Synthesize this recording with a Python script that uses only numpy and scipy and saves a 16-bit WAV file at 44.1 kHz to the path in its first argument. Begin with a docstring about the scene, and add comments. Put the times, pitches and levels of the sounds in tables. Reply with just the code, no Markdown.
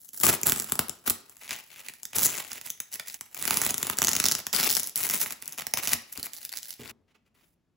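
"""In a small room, thin protective film is peeled off the glossy shell of a kitchen appliance on a wooden
table. The glue lets go in sharp snaps and dense crackle: short noise bursts ring the taut film brightly, knock
the shell and push a boom out of the hollow inside. Jolts add dull thuds; faint room tone lies below. Two
peeling passages are followed by a barely audible one of fingertips rubbing. The scene changes where a passage
ends, cutting off the echoes, and two close microphone ports shift the treble against each other."""
import sys
import numpy as np
from scipy import signal
from scipy.fft import rfft, irfft, next_fast_len
from scipy.io import wavfile
from scipy.ndimage import uniform_filter1d

SR = 44100
rng = np.random.default_rng(int(sys.argv[2]) if len(sys.argv) > 2 else 0)


def master(y):
    """Save y as 16-bit WAV."""
    cut = np.clip(np.atleast_2d(y).T, -1, 1)
    pcm = np.round(cut * 32767)  # scale
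    wavfile.write(sys.argv[1], SR, pcm.astype(np.int16))


N = 342216   # samples

PASSAGE_ENDS_S = 3.17, 6.915   # the scene changes here, at the ends of the two peeling passages

# resonances of the taut film: [f/Hz, width/Hz, level/dB]
FILM_MODES = [(6460, 10500, 0), (11200, 5650, 8), (15600, 1400, 6)]
# resonances of the hollow inside of the appliance: [f/Hz, width/Hz, level/dB]
HOLLOW_MODES = [(61, 33, -13), (95, 33, -5.5), (151.5, 30, -1), (223, 32, 2.5), (290, 67, -1.5),
                (417, 88, -1.5)]
# the free strip of film: [t/s, resonance f/Hz, pull on the hollow shell/dB, strength of its ring/dB]
FREE_STRIP = [(0, 7300, 0, -0.5), (1.2, 7600, 2, 3), (1.45, 5500, -12, -1.5), (2.0, 6930, -12.5, 4),
              (2.2, 6700, -1.5, 9.5), (2.45, 6770, -8.5, 4.5), (3.15, 5500, -14.5, 1.5),
              (3.25, 6800, -6, -8), (3.95, 6300, -0.5, 3.5), (4.15, 6100, -3, 12), (4.35, 5200, -3.5, 8.5),
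              (4.7, 4770, -6.5, 4), (5.0, 6540, -6.5, -9.5), (5.95, 5300, -8, -1.5), (6.25, 4320, -10, 1.5),
              (6.75, 4600, -17, 4), (6.9, 4500, -4, 4)]


def from_db(db):
    """Gain of a dB value."""
    return 10 ** (np.asarray(db) / 20)


def rms_one(x):
    """Scale to unit rms."""
    return x / np.sqrt(np.mean(x ** 2) + 1e-20)


def resonance(x, hz, width):
    """Two-pole band-pass with gain 1 at its peak; a narrower width rings longer."""
    r = np.exp(-np.pi * width / SR)
    poles = [1, -2 * r * np.cos(2 * np.pi * hz / SR), r * r]
    return signal.lfilter([(1 - r * r) / 2, 0, (r * r - 1) / 2], poles, x + 1e-18)


def body(x, modes):
    """A vibrating object as parallel resonances with alternating signs."""
    out = 0
    for k, (hz, width, db) in enumerate(modes):
        out = out + (-1) ** k * from_db(db) * resonance(x, hz, width)
    return out


def drift(rate):
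    """Slow random wander with spread 1 at its knots, rate knots per second."""
    knots = rng.standard_normal(int(N / SR * rate) + 3)
    return np.interp(np.arange(N) / SR * rate, np.arange(len(knots)), knots)


def room_tone():
    """Faint steady noise, shaped in frequency and mostly shared by both sides."""
    # colour of the room tone before its overall level is set: [f/Hz, relative level/dB]
    hush_colour = [(20, -15.5), (45, 0.5), (220, 2), (500, -11.5), (1000, -17.5), (15000, -36.5)]
    level_db = -74.5   # rms
    hz = np.maximum(np.fft.rfftfreq(N, 1 / SR), 1)
    colour_hz, colour_db = np.transpose(hush_colour)
    colour = from_db(np.interp(np.log(hz), np.log(colour_hz), colour_db))
    mid, side = irfft(rfft(rng.standard_normal((2, N))) * colour, N)
    return from_db(level_db) * rms_one(mid + .35 * side * [[1], [-1]])


def room(x):
    """Echo tail: noise dying band by band, partly shared by both sides; it is cut off where the scene changes
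    at the end of a passage."""
    # decay of the room by band: [f/Hz, t60/s, left-right likeness 0..1]
    room_bands = [(146, 0.27, 1), (513, 0.49, 0.6), (1500, 0.41, .4), (4000, 0.41, 0.48), (8050, 0.25, 1),
                  (14100, 0.19, .85)]
    hz, t60, alike = np.transpose(room_bands)
    edges = np.r_[40, np.sqrt(hz[1:] * hz[:-1]), .45 * SR]
    t, tail = np.arange(SR // 2) / SR, 0
    for k in range(len(hz)):
        band = signal.butter(2, edges[k:k + 2], "band", fs=SR, output="sos")
        mid, side = signal.sosfilt(band, rng.standard_normal((2, len(t))))
        shared = np.clip(alike[k], 0, 1)
        stereo = np.sqrt(1 + shared) * mid + np.sqrt(1 - shared) * side * [[1], [-1]]
        tail = tail + from_db(-60 * t / t60[k]) * stereo
    tail = tail * (1 - np.exp(-t / 0.0017)) * (1 + 0.5 * np.exp(-t / 0.0061))   # table and shell echo first
    tail = tail / np.sqrt(np.sum(tail ** 2) / 2)
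    out = np.zeros((2, N))
    cuts = [0, *[round(s * SR) for s in PASSAGE_ENDS_S], N]
    for a, b in zip(cuts, cuts[1:]):
        out[:, a:b] = signal.fftconvolve(x[None, a:b], tail, axes=1)[:, :b - a]
    return out


def thuds():
    """A jolt shakes the hollow inside and the table: noise through both bodies, dying away."""
    # jolts of the appliance: [t/s, nominal peak level/dB, t60/s]
    jolts = [(0.201, -43, 0.23), (2.156, -32, 0.5), (5.947, -31, 0.1), (6.185, -31, 0.082),
             (6.795, -32.5, 0.26), (6.867, -52, 0.79)]
    table_top = 94, 28, 3.7   # wood under the appliance: f/Hz, width/Hz, level/dB
    peak_to_rms_db = 10.5
    t, shake = np.arange(N) / SR, 0
    for s, peak_db, t60 in jolts:
        fade_db = -60 * np.maximum(t - s, 0) / t60
        shake = shake + (t > s) * from_db(peak_db - peak_to_rms_db + fade_db)
    return shake * rms_one(body(rng.standard_normal(N), [table_top, *HOLLOW_MODES]))


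def knocked(x, pull_db):
    """The folds always ring; the shell rings only as hard as the strip pulls on it."""
    # folds of the film: [f/Hz, width/Hz, level/dB]
    crease_modes = [(1919, 736, 2), (2550, 946, 4), (3990, 3980, -8.5)]
    # the shell: [f/Hz, width/Hz, level/dB]
    shell_modes = [(500, 150, -5), (770, 580, 1), (1323, 320, 6)]
    return body(x, crease_modes) - from_db(0.6 * pull_db) * body(x, shell_modes)


def tugging():
    """The hand pulls in tugs: crackle level, shell share and small-snap level along time, all in dB."""
    # tugs: [start t/s, length/s, crackle level/dB, shell share/dB, typical small-snap peak/dB]
    tugs = [(0.0, 0.13, -50, -24, -64), (0.129, 0.099, -40.5, -22, -46), (0.2, 0.031, -31.5, -19.5, -29.5),
            (0.234, 0.069, -25.5, -6.5, -7.5), (0.324, 0.03, -28, -6, -16.5),
            (0.455, 0.055, -27.5, -7.5, -10.5), (0.509, 0.14, -43, -7.5, -21.5),
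            (0.666, 0.084, -47.5, -5, -33.5), (1.061, 0.013, -43.5, -7, -21.5),
            (1.069, 0.018, -29, -9, -18.5), (1.096, 0.017, -29.5, -7, -17.5), (1.412, 0.076, -49, 2, -33.5),
            (1.49, 0.075, -44, 5.5, -27.5), (1.562, 0.045, -50, 2, -32.5), (1.702, 0.2, -50.5, 0, -45.5),
            (2.131, 0.023, -42.5, 2, -37.5), (2.155, 0.085, -29, -12.5, -18.5),
            (2.234, 0.034, -22, -18, -4.5), (2.267, 0.14, -41, -3, -24), (2.406, 0.18, -47, -1, -38.5),
            (2.651, 0.051, -40.5, -6.5, -39), (2.919, 0.043, -41.5, -8, -27),
            (2.993, 0.018, -44, 4.5, -26.5), (3.062, 0.096, -46, -5, -30),
            (3.346, 0.16, -40.5, -4.5, -32.5), (3.476, 0.24, -36.5, -4.5, -19.5),
            (3.771, 0.17, -42.5, -2.5, -30.5), (3.977, 0.43, -39.5, -5.5, -29.5),
            (4.53, 0.15, -30.5, -4.5, -14), (4.684, 0.12, -32, -13.5, -15.5),
            (4.819, 0.08, -46, -10.5, -26), (4.957, 0.077, -36, -9.5, -16),
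            (5.028, 0.16, -33.5, -7.5, -18.5), (5.197, 0.046, -28.5, -11.5, -24.5),
            (5.256, 0.078, -40, -6, -28), (5.417, 0.13, -53, -1, -34.5), (5.577, 0.044, -41.5, 4.5, -21.5),
            (5.768, 0.034, -34, 0, -24), (5.823, 0.044, -33.5, -5.5, -21), (5.87, 0.071, -33, -4.5, -19),
            (6.12, 0.014, -43, -17, -32), (6.158, 0.051, -45.5, -2, -32), (6.228, 0.036, -38.5, -8.5, -49),
            (6.332, 0.057, -48, -12, -33), (6.41, 0.055, -42.5, -8, -34), (6.513, 0.084, -43.5, -6, -28),
            (6.619, 0.12, -43.5, -11.5, -35), (6.793, 0.12, -50.5, 2, -38.5),
            (7.081, 0.044, -90.5, 12, -80), (7.147, 0.028, -86.5, 12, -80), (7.254, 0.031, -84.5, 6, -80),
            (7.348, 0.1, -76, 1, -80), (7.45, 0.093, -81, -10, -80)]
    # between tugs the loose film never lies quite still: crackle, shell share, small-snap peak in dB
    rest_db = -57.5, -7, -56
    rows = np.tile(np.array(rest_db, float)[:, None], N)
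    rows[0, round(PASSAGE_ENDS_S[-1] * SR):] = -110   # almost no crackle at rest in the last passage
    for s, length, *levels_db in tugs:
        rows[:, round(s * SR):round((s + length) * SR)] = np.array(levels_db)[:, None]
    return rows


def tear(clicks, fade_s):
    """Each slip is a short burst of noise that starts hard and fades."""
    envelope = signal.lfilter([1], [1, -np.exp(-1 / (fade_s * SR))], clicks + 1e-18)
    return envelope * rng.standard_normal(N)


def crackle(pull_db, film_db, share_db):
    """While the hand pulls, many small slips in clumps drive film and shell; the harder the pull, the denser."""
    swell_s = 0.012   # a tug takes hold and lets go within this time
    gains = from_db([film_db, film_db + share_db])
    film_gain, shell_gain = uniform_filter1d(gains, size=max(round(swell_s * SR), 1))
    per_s = 500 + 30000 * film_gain
    per_s[round(PASSAGE_ENDS_S[-1] * SR):] = 6000   # in the last passage fingertips only rub the film
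    sizes = from_db(4.0 * np.minimum(rng.exponential(1, N), 4)) / np.sqrt(per_s)
    clumping = from_db(4.0 * drift(80))
    born = rng.random(N) < per_s * clumping / SR
    bursts = rms_one(tear(sizes * born, fade_s=0.0015))
    slips = rms_one(bursts + from_db(-20) * rng.standard_normal(N))   # a little steady hiss between slips
    film = film_gain * rms_one(body(slips, FILM_MODES))
    shell = shell_gain * rms_one(knocked(slips, pull_db))
    push = from_db(16) * shell_gain * slips
    return film, shell, push


def small_snaps(run_db):
    """Stick and slip: small snaps follow almost evenly, with their level set by the tug."""
    run_per_s, spread_db = 130, 4.5   # nominal rate, level scatter
    step, scatter = rng.standard_normal((2, 1500))
    run_s = np.cumsum(np.exp(0.3 * step)) / run_per_s
    run_s = np.where(run_s < PASSAGE_ENDS_S[-1], run_s, 0)   # none in the last passage
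    small_db = np.where(run_s > 0, run_db[(run_s * SR).astype(int)] + spread_db * scatter, -200)
    return run_s, small_db


def snaps(share_db, run_db):
    """Every snap rings the film, strongest at the pitch of the free strip, and knocks the shell."""
    # glue letting go in the clearest snaps: [t/s, film peak level/dB]
    clear_snaps = [(0.0898, -29.5), (0.133, -28), (0.2005, -14), (0.2369, -10.5), (0.2536, -5.5),
                   (0.2774, -10), (0.2914, -6.5), (0.3311, -13.5), (0.4141, -18.5), (0.4325, -6),
                   (0.4639, -9.5), (0.4704, -12.5), (0.5207, -3.5), (0.599, -9.5), (0.7005, -27),
                   (0.7209, -2.5), (0.7547, -17.5), (0.7918, -4), (0.8836, -22.5), (0.895, -14.5),
                   (1.0657, -23.5), (1.076, -6.5), (1.0985, -5.5), (1.1038, -9), (1.296, -33), (1.368, -35),
                   (1.4957, -34), (1.5303, -23), (1.794, -32.5), (1.885, -22), (1.937, -29),
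                   (2.0318, -22.5), (2.053, -18), (2.1643, -9.5), (2.1842, -7), (2.232, -10), (2.254, -9),
                   (2.387, -25), (2.517, -22.5), (2.5309, -21), (2.613, -23), (2.7026, -14.5), (2.802, -13),
                   (2.9404, -19.5), (3.0825, -20.5), (3.1427, -18.5), (3.2099, -16.5), (3.346, -20),
                   (3.425, -12.5), (3.4533, -10), (3.477, -8), (3.5076, -5), (3.5419, -11), (3.5711, -5),
                   (3.6162, -7), (3.6491, -11.5), (3.6641, -7), (3.707, -9), (3.7424, -9.5), (3.78, -10),
                   (3.8291, -7), (3.8688, -13), (3.8986, -9), (3.971, -20), (3.9862, -8), (4.0186, -4),
                   (4.0278, -9.5), (4.0398, -8), (4.0469, -6), (4.0708, -6), (4.0828, -7), (4.0902, -7),
                   (4.115, -11), (4.1322, -8), (4.152, -10), (4.1646, -4), (4.2004, -4), (4.2401, -4),
                   (4.2554, -4.5), (4.2625, -5.5), (4.2848, -6), (4.3136, -6.5), (4.3205, -5.5),
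                   (4.351, -8.5), (4.4674, -13.5), (4.5294, -8.5), (4.5484, -12), (4.563, -6.5),
                   (4.6092, -8.5), (4.7009, -11.5), (4.832, -15), (4.8724, -13.5), (4.9644, -24.5),
                   (5.036, -12.5), (5.0989, -11), (5.1384, -11.5), (5.2084, -12.5), (5.4236, -19.5),
                   (5.478, -17.5), (5.5238, -23), (5.5783, -20), (5.668, -10.5), (5.7375, -7),
                   (5.7729, -11.5), (5.8337, -12.5), (5.8812, -17), (5.9332, -5.5), (6.125, -33),
                   (6.1534, -33), (6.1749, -23), (6.2294, -16.5), (6.267, -22), (6.3338, -24),
                   (6.4504, -18.5), (6.4926, -24), (6.572, -16.5), (6.6303, -23.5), (6.7059, -21)]
    # shell share of a snap: base, part of the tug's share, scatter
    base_db, follows, spread_db = -11, 0.76, 4.5
    size = 1024   # samples per snap
    film, shell, push = np.zeros((3, N))
    t = np.arange(size) / SR
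    crack = (1 - np.exp(-t / .0002)) * (np.exp(-t / .00055) + .12 * np.exp(-t / .003))
    s, peak_db = np.c_[np.transpose(clear_snaps), small_snaps(run_db)]
    at = (s * SR).astype(int)
    noise = rng.standard_normal((len(s), size))
    direction, scatter = rng.standard_normal((2, len(s)))
    shell_db = base_db + follows * share_db[at] + spread_db * scatter
    strip_s, *columns = np.transpose(FREE_STRIP)
    hz, pull_db, ring_db = [np.interp(s, strip_s, column) for column in columns]
    for k in np.flatnonzero(peak_db > -70):   # the faintest are left out
        burst, span = crack * noise[k], slice(at[k], at[k] + size)
        bright = body(burst, FILM_MODES) + from_db(ring_db[k]) * resonance(burst, hz[k], 1300)
        knock = knocked(burst, pull_db[k])
        film[span] += from_db(peak_db[k]) * bright / np.abs(bright).max()
        shell[span] += from_db(peak_db[k] + shell_db[k]) * knock / np.abs(knock).max()
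        push_db = peak_db[k] + shell_db[k] / 2 - 1.5
        push[span] += from_db(push_db) * crack * np.sign(direction[k])   # a tug in or out
    return film, shell, push


def scene():
    """Film, shell and hollow are driven by snaps and crackle; thuds, room and room tone join them."""
    strip_s, _, strip_pull_db, _ = np.transpose(FREE_STRIP)
    pull_db = np.interp(np.arange(N) / SR, strip_s, strip_pull_db)
    film_db, share_db, run_db = tugging()
    film, shell, push = np.add(snaps(share_db, run_db), crackle(pull_db, film_db, share_db))
    boom = body(from_db(pull_db) * push, HOLLOW_MODES) + thuds()
    # the sound leaves from changing spots along the strip and over the shell
    side = 0.34 * drift(90) * film + 0.5 * drift(70) * shell + .25 * drift(60) * boom
    peel = film + shell + boom
    return peel + side * [[1], [-1]] + from_db(-9) * room(peel) + room_tone()


def record(dry):
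    """Two microphone ports differ in phase and balance; loud peaks are rounded and the top is cut."""
    # phase between the ports: [f/Hz, lead of the left port/rad]
    port_lead = [(0, 0), (430, .4), (4310, .1), (7410, 0), (8350, -2.5), (9560, -3.6), (10700, -6.0),
                 (11600, -6.7), (12900, -9.3), (13800, -9.7), (14600, -11.9), (15500, -12.7),
                 (16700, -12.6)]
    # balance between the ports: [f/Hz, left minus right level/dB]
    port_balance = [(100, 0.9), (1500, 2.0), (4500, 0)]
    cutoff_hz = 17100
    size = next_fast_len(N + 4096)
    hz = np.fft.rfftfreq(size, 1 / SR)
    lead = np.interp(hz, *np.transpose(port_lead))
    balance_hz, balance_db = np.transpose(port_balance)
    lean_db = np.interp(np.log(hz + 1), np.log(balance_hz), balance_db)
    left = np.exp(.5j * lead) * from_db(lean_db / 2)
    ported = irfft(rfft(dry, size) * [left, 1 / left], size)[:, :N]
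    rounded = .9 * np.tanh(ported / .9)
    return signal.sosfilt(signal.cheby2(12, 70, cutoff_hz, fs=SR, output="sos"), rounded)


dry = scene()
out = record(dry)
master(out)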